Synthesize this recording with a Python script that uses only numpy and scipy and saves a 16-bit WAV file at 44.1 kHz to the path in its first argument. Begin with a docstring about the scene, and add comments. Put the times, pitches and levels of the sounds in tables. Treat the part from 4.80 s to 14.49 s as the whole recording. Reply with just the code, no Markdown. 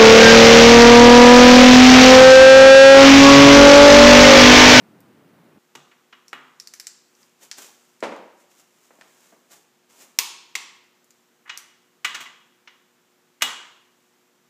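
"""Torque wrench on an engine block

A click-type torque wrench tightens bolts on a bare engine block in a small garage. Its blows are short
forces that excite damped modes, followed by scattered echoes and a diffuse tail: ratchet ticks, socket
clanks, dull knocks, and the sharp click of the wrench breaking over and snapping back. Work clothes
swish as noise that follows their speed. A rumble stops early; shaped air noise and sine hum follow it."""
import sys
import numpy as np
from scipy import signal
from scipy.fft import rfft, irfft
from scipy.io import wavfile
from scipy.ndimage import uniform_filter1d

SR = 44100
rng = np.random.default_rng(int(sys.argv[2]) if len(sys.argv) > 2 else 0)


def persist_wave(psi):
    """Save psi, clipped to +-1, as 16-bit WAV."""
    counts = np.round(np.clip(psi, -1, 1) * 32767).astype(np.int16)
    wavfile.write(sys.argv[1], SR, np.atleast_2d(counts).T)


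N = 427329

# Rumble at the start, spectral shape: (f/Hz, level/dB)
RUMBLE_SPECTRUM = [(24, -50), (40, -33), (64, -24), (108, -1.5), (200, 2.5), (329, 0), (454, -6.5),
                   (1610, -15), (4680, -28.5), (11400, -33), (13600, -33), (15000, -29)]
# Still air, spectral shape: (f/Hz, level/dB)
AIR_SPECTRUM = [(30, -32.5), (80, -26.5), (160, -8.5), (300, -10.5), (600, -14.5), (1200, -14), (2000, -17),
                (3300, -19.5), (4500, -22.5), (7300, -20.5), (9500, -29), (13500, -26.5), (15500, -27)]
# Mains hum partials: (f/Hz, rms level/dB)
HUM_PARTIALS = [(120, -95), (241, -77.5), (360.5, -73.5), (480, -81), (721, -91.5)]
RUMBLE_DB, AIR_DB = -54.5, -65  # rms levels before the microphone
RUMBLE_END_S = .785

# Decay of the garage: (f/Hz, t60/s)
GARAGE_T60 = [(150, 0.42), (400, 0.74), (1040, 0.72), (2760, 0.72), (7280, 0.56), (13000, 0.27)]
# Strength of the garage's diffuse tail: (f/Hz, level/dB)
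WALL_TONE = [(100, 2), (350, -1), (650, -1.5), (1000, 1.5), (2000, -6.5), (3300, -2.5), (5500, -5),
             (7500, -4), (13000, -2)]

# Ratchet pawl dropping over single teeth:
# (t/s, strength/dB, treble/dB, top/dB, resonance favoured by the tooth f/Hz)
PAWL_DROPS = [(.205, -31.5, 1, 23, 13500), (1.4814, -17, 1.5, 10, 5600), (1.7992, -5.5, 0.5, 7, 5380),
              (1.8728, -8.5, 2.5, 9.5, 4600), (1.9375, -0.5, -8, 5.5, 6100),
              (1.9986, -0.5, -3.5, 9.5, 5340), (2.0691, 0, 1, 6.5, 7540), (2.351, -33, 6, -7, 6000),
              (2.43, -19, -5, -16, 5000), (2.7136, 4.5, -1.5, -1, 3280), (3.205, -13.5, -7, 0, 7700),
              (3.363, -24, -2, 9, 6500), (6.244, -32, -1, 20, 7000), (6.3065, -18.5, -4.5, 9, 6890),
              (6.7746, 0, -3.5, 12.5, 5980)]
# Socket and wrench head against bolts and block:
# (t/s, strength/dB, bass/dB, treble/dB, top/dB, resonance favoured by the contact f/Hz, chatter time/s)
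SOCKET_BLOWS = [(.9518, -10, 21.5, 2, 3.5, 900, 0.0039), (1.1133, -18, 1, -13, -25, 2300, 0.0067),
                (1.3257, -9.5, 4, -11.5, -49, 3100, 0.0075), (1.5301, 3, 6.5, -17, -9, 1320, 0.0018),
                (6.655, -13, -3, -35, -36, 1850, 0.022), (6.675, -12, 0, -14, -14, 1700, 0.015),
                (6.695, 3.5, -9, -6, -23, 2200, 0.0052), (7.246, 14.5, -9.5, -7, -5, 2400, 0.0058),
                (7.3453, 2.5, 3, 0.5, -1.5, 1790, .008), (7.403, -3.5, 5, -2.5, 4.5, 2420, 0.018),
                (7.456, -5.5, -10, -10, -14, 2177, 0.0094), (7.8738, -9.5, -3, -6, -54, 2120, 0.006),
                (8.6095, -3, -2, -13, -7, 2000, 0.0077), (8.6209, 16.5, 3, 0, 6, 3190, 0.0034)]
# Dull knocks against the block and its stand:
# (t/s, strength/dB, bass/dB, treble/dB, favoured resonance f/Hz, chatter time/s)
KNOCK_BLOWS = [(3.226, 12.5, -5, -12, 550, 0.0018), (3.231, 15.5, -11, -1.5, 860, 0.02),
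               (3.32, 1.5, -9, -4, 940, .01), (4.106, -11, -10.5, -28, 900, 0.0038),
               (4.187, -20, -3.5, -14, 650, 0.0024), (4.2115, -4, -24, 3, 1770, .0016),
               (4.523, -14, -7.5, -27, 644, 0.01)]
# The wrench breaking over, then snapping back:
# (t/s, strength/dB, bass/dB, treble/dB, top/dB, resonance favoured by the contact f/Hz, chatter time/s)
WRENCH_BLOWS = [(5.388, 18.5, -2, 3, 9, 5760, .0017), (5.7533, 13, -5, -0.5, -5, 2070, 0.0031)]

# Colour of the crowded, quickly damped modes of each part: (f/Hz, level/dB)
PAWL_COLOUR = [(70, -39), (300, -29), (1200, -19.5), (1900, -8.5), (3300, -16), (4500, -5), (5600, -3.5),
               (7300, -8), (9500, -19), (14000, -27)]
SOCKET_COLOUR = [(50, -37.5), (100, -33.5), (150, -16.5), (250, -18), (400, -13), (600, -14), (1100, -2),
                 (1550, -0.5), (2000, 1), (3000, -0.5), (3800, -3), (4600, -7), (6500, -3.5), (7700, -6.5),
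                 (8700, -15.5), (11500, -20), (14000, -20.5)]
KNOCK_COLOUR = [(60, -21), (120, -13), (200, 6.5), (330, 5), (550, 5), (900, -2.5), (1400, -7),
                (2200, -9.5), (3500, -18), (7000, -23.5), (13000, -43)]
WRENCH_COLOUR = [(90, -32), (250, -18.5), (400, -13.5), (620, -24.5), (850, -10.5), (1050, -11.5),
                 (1500, -14), (2200, -4.5), (3300, -7), (4600, -8.5), (5600, -7), (7250, -10),
                 (8300, -13.5), (10600, -20), (13000, -19.5)]
# Clear modes of each part that ring on: (f/Hz, relative level/dB, t60/s)
PAWL_RINGING = [(4950, -13, .2), (5400, 0, .01), (5980, -15, .25), (7300, -15, .15), (7620, -21, .25)]
SOCKET_RINGING = [(145, -24, .5), (255, -19, .45), (953, -22, .55), (1120, -15, .45), (1160, -9, .3),
                  (1239, -12, .3), (1392, -16, .4), (1900, -12, .5), (2007, -4, .22), (2526, -4, .15),
                  (2835, -10, .4), (2901, 7.5, .15), (3220, -12, .45), (3290, -10, .6), (3366, -9, .45),
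                  (3512, -9, .35), (3788, -6, .25), (3942, -8, .2), (7779, -21, .3)]
KNOCK_RINGING = [(245, 0, .3), (298, 8, .3), (565, -2, .25), (649, 2, .3), (790, -6, .4), (960, -4, .45),
                 (1385, -11, .45)]
WRENCH_RINGING = [(955, -17, .45), (1020, -13.5, .5), (1098, -13, .5), (1180, -17, .4), (2150, 11, .022),
                  (2630, 2, .03), (3330, -19, .6), (5445, 11, .011), (5655, 12, .011), (7251, 14, .011)]

# Jacket and jeans rubbing, before a common trim: (t of top speed/s, level/dB, swell time/s, fade time/s)
CLOTH_RUBS = [(2.42, -59, 0.086, 0.071), (2.632, -45.5, 0.014, 0.029), (2.785, -37, 0.0058, 0.013),
              (2.826, -43.5, 0.02, 0.06), (3.05, -65.5, 0.13, 0.24), (3.615, -60, 0.028, .022),
              (3.714, -59.5, 0.0069, 0.017), (3.8, -56.5, 0.036, .025), (4.048, -65, 0.069, 0.03),
              (4.46, -58, 0.36, 0.11), (4.718, -46.5, .01, 0.046), (5.1, -57.5, .005, 0.24),
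              (5.222, -47, 0.028, 0.025), (6.381, -70, 0.048, .09), (9.201, -73, 0.12, 0.24)]
# Spectral shape of the rubbing cloth: (f/Hz, level/dB per Hz)
CLOTH_SPECTRUM = [(100, -27.5), (250, -4), (800, -6.5), (1500, -8), (3000, -8.5), (4300, -11.5),
                  (7200, -4.5), (9500, -13.5), (13000, -14.5), (15500, -14)]

NEAR_DB = -4.5  # scatter of a blow from block, bench and floor
PAWL_BASS_DB = -0.5
PAWL_CHATTER_S, PAWL_DOUBLING_DB = 0.0015, 40  # chatter time at 0 dB, and the dB that double it
SPLIT_HZ, NEIGHBOUR = 16, .5  # widest distance of a mode's neighbours, and their relative amplitude
RUB_SMOOTH_S = .012
EDGE_HZ = 15300  # upper band limit


def gain_of(db):
    """Level definition: decibels to amplitude."""
    return 10 ** (np.asarray(db) / 20)


def evened(x):
    """Power normalisation: scales to rms 1."""
    return x / np.sqrt(np.mean(x ** 2) + 1e-20)


def read(points, hz):
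    """Logarithmic pitch scale: joins (f/Hz, value) points linearly in log frequency."""
    f, value = np.transpose(points)
    return np.interp(np.log(hz + 1), np.log(f + 1), value)


def add(mix, s, sound):
    """Superposition: mixes a sound in at time s."""
    part = mix[round(s * SR):][:len(sound)]
    part += sound[:len(part)]


def shaped(x, spectrum):
    """Spectral filtering: gives a long noise a spectrum, at rms 1."""
    gain = gain_of(read(spectrum, np.fft.rfftfreq(N, 1 / SR)))
    return evened(irfft(rfft(x) * gain, N))


def causal(gain):
    """Causality: the minimum-phase response with this gain, so nothing sounds before the blow."""
    log_gain = np.log(np.maximum(gain, 1e-6))
    circle = np.concatenate([log_gain, log_gain[-2:0:-1]])
    return np.exp(np.conj(signal.hilbert(circle)))[:len(gain)]


def background(waver_rad=.2):
    """Stationary noise and phase-wandering sines: a rumble stops short, then still air and hum sound."""
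    t = np.arange(N) / SR
    rumble = gain_of(RUMBLE_DB) * shaped(rng.standard_normal(N), RUMBLE_SPECTRUM)
    air = gain_of(AIR_DB) * shaped(rng.standard_normal(N), AIR_SPECTRUM)
    hum = np.zeros(N)
    for hz, db in HUM_PARTIALS:
        drift = np.interp(t, np.linspace(0, t[-1], num=60), rng.standard_normal(size=60))
        hum += np.sqrt(2) * gain_of(db) * np.sin(2 * np.pi * hz * t + waver_rad * drift)
    # a crossfade of 200 samples
    rumble_on = uniform_filter1d((t < RUMBLE_END_S) * 1., size=200)
    return rumble_on * rumble + (1 - rumble_on) * (air + hum)


def chatter(seconds, contact, t):
    """Repeated impact: a first touch, then rattling that builds and dies; the spectrum is evened out."""
    age = t / max(seconds, 1e-4)
    force = rng.standard_normal(len(t)) * np.exp(-age) * (1 - np.exp(-3 * age))
    force /= np.linalg.norm(force)
    force[0] += contact
    spectrum = rfft(force)
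    local_power = uniform_filter1d(abs(spectrum) ** 2, size=300)
    return spectrum * causal(1 / np.sqrt(local_power))


def ringing(modes, t):
    """Mode splitting: clamped joints give each mode two weaker, close neighbours that beat against it."""
    out = np.zeros(len(t))
    for hz, db, t60 in modes:
        split = min(SPLIT_HZ, hz / 20) * rng.uniform(-1, 1, (2, 1))
        neighbours = np.cos(2 * np.pi * (hz + split) * t)
        beating = np.cos(2 * np.pi * hz * t) + NEIGHBOUR * (neighbours[0] - neighbours[1])
        out += gain_of(db - 60 * t / t60) * beating * rng.choice([-1, 1])
    return out


def garage(t, early_db, tail_db, early_s=0.013, build_s=0.01195):
    """Room reflection: sparse scatter from block, bench and floor, then a diffuse tail, drawn anew each call."""
    near, far = rng.standard_normal((2, len(t)))
    # about 3000 echoes per second, none in the first 3 ms
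    near *= (rng.random(len(t)) < 3000 / SR) * (t > .003) * np.exp(-t / early_s)
    hz, at, z = signal.stft(far, SR, nperseg=256)
    decay_db = 60 * at / read(GARAGE_T60, hz)[:, None]
    z *= gain_of(read(WALL_TONE, hz)[:, None] - decay_db)
    tail = signal.istft(z, SR, nperseg=256)[1][:len(t)] * (1 - np.exp(-t / build_s))
    return gain_of(early_db) * near / np.linalg.norm(near) + gain_of(tail_db) * tail


def strikes(hits, tone, modes, ring_db, contact, favour_db, tail_db, favour_width=0.09, size=32768):
    """Modal excitation: a blow drives crowded modes, a few clear modes ring on, the room answers both.

    ring_db: energy of the ring against the clack; contact: first touch beside rattling of unit energy;
    favour_width: half-width of the favoured region in log frequency.
    """
    t, hz, out = np.arange(size) / SR, np.fft.rfftfreq(size, 1 / SR), np.zeros(N)
    body = causal(gain_of(read(tone, hz)))
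    for s, db, bass_db, treble_db, top_db, favoured_hz, chatter_s in hits:
        ring = rfft(ringing(modes, t))
        ring *= gain_of(ring_db) * np.linalg.norm(body) / np.linalg.norm(ring)
        # where the blow lands favours one region of modes; the room averages over directions and halves this
        place = favour_db / (1 + (np.log((hz + 1) / favoured_hz) / favour_width) ** 2)
        direct = (body * chatter(chatter_s, contact, t) + ring) * causal(gain_of(place))
        room = rfft(garage(t, NEAR_DB, tail_db))
        echo = (body + ring / 2) * room * causal(gain_of(place / 2))
        # how hard the contact is tilts the colour
        hardness = read([(300, bass_db), (2000, 0), (6000, treble_db), (12000, top_db)], hz)
        add(out, s, irfft((direct + echo) * causal(gain_of(db + hardness))))
    return out


def ratchet():
    """Repeated small impact: every tooth is the same kind of blow; a harder drop chatters longer."""
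    hits = []
    for s, db, treble_db, top_db, hz in PAWL_DROPS:
        chatter_s = PAWL_CHATTER_S * 2 ** (db / PAWL_DOUBLING_DB)
        hits.append((s, db, PAWL_BASS_DB, treble_db, top_db, hz, chatter_s))
    return strikes(hits, PAWL_COLOUR, PAWL_RINGING, ring_db=-12, contact=.15,
                   favour_db=11, tail_db=-33.5, favour_width=0.065)


def socket():
    """Metal impact: socket and wrench head clank on bolts and block, whose modes ring on."""
    return strikes(SOCKET_BLOWS, SOCKET_COLOUR, SOCKET_RINGING, ring_db=-5.5, contact=.1,
                   favour_db=4.5, tail_db=-33)


def clothes(trim_db=-1, grain_db=4.0, tail_db=-38):
    """Stick-slip friction: countless fibres catch and slip while the cloth moves."""
    t, speed = np.arange(N) / SR, np.zeros(N)
    for s, db, swell_s, fade_s in CLOTH_RUBS:
        # each movement gathers speed, then dies away
        speed += gain_of(db) * np.exp(-np.maximum((s - t) / swell_s, (t - s) / fade_s))
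    speed = uniform_filter1d(speed, size=round(RUB_SMOOTH_S * SR))
    # random strengths make some slips stand out
    slips = rng.standard_normal(N) * gain_of(grain_db * np.minimum(rng.exponential(1, N), 5))
    swish = gain_of(trim_db) * speed * shaped(slips, CLOTH_SPECTRUM)
    return swish + signal.fftconvolve(swish, garage(t[:SR], -14, tail_db))[:N]


def dull_knocks():
    """Soft impact: one setting governs the whole treble of each knock."""
    hits = [(s, db, bass_db, treble_db, treble_db, hz, chatter_s)
            for s, db, bass_db, treble_db, hz, chatter_s in KNOCK_BLOWS]
    return strikes(hits, KNOCK_COLOUR, KNOCK_RINGING, ring_db=-6, contact=.35,
                   favour_db=7, tail_db=-30.5)


def wrench():
    """Sudden release: the mechanism breaks over and snaps back, each a blow to the wrench's modes."""
    return strikes(WRENCH_BLOWS, WRENCH_COLOUR, WRENCH_RINGING, ring_db=-5, contact=.15,
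                   favour_db=5.5, tail_db=-32.5, favour_width=0.1)


def scene():
    """Superposition: tool sounds, knocks and clothes over the background."""
    return (background() + ratchet() + socket() + clothes() + dull_knocks() + wrench())[None]


def record(dry):
    """Band limiting: the microphone sheds deep bass; then a low-pass sets the upper edge."""
    thin = signal.sosfilt(signal.butter(2, 105, "highpass", fs=SR, output="sos"), dry)
    low_pass = signal.firwin(301, EDGE_HZ, window=("kaiser", 8), fs=SR)
    return signal.oaconvolve(thin, low_pass[None], "same")


dry = scene()
out = record(dry)
persist_wave(out)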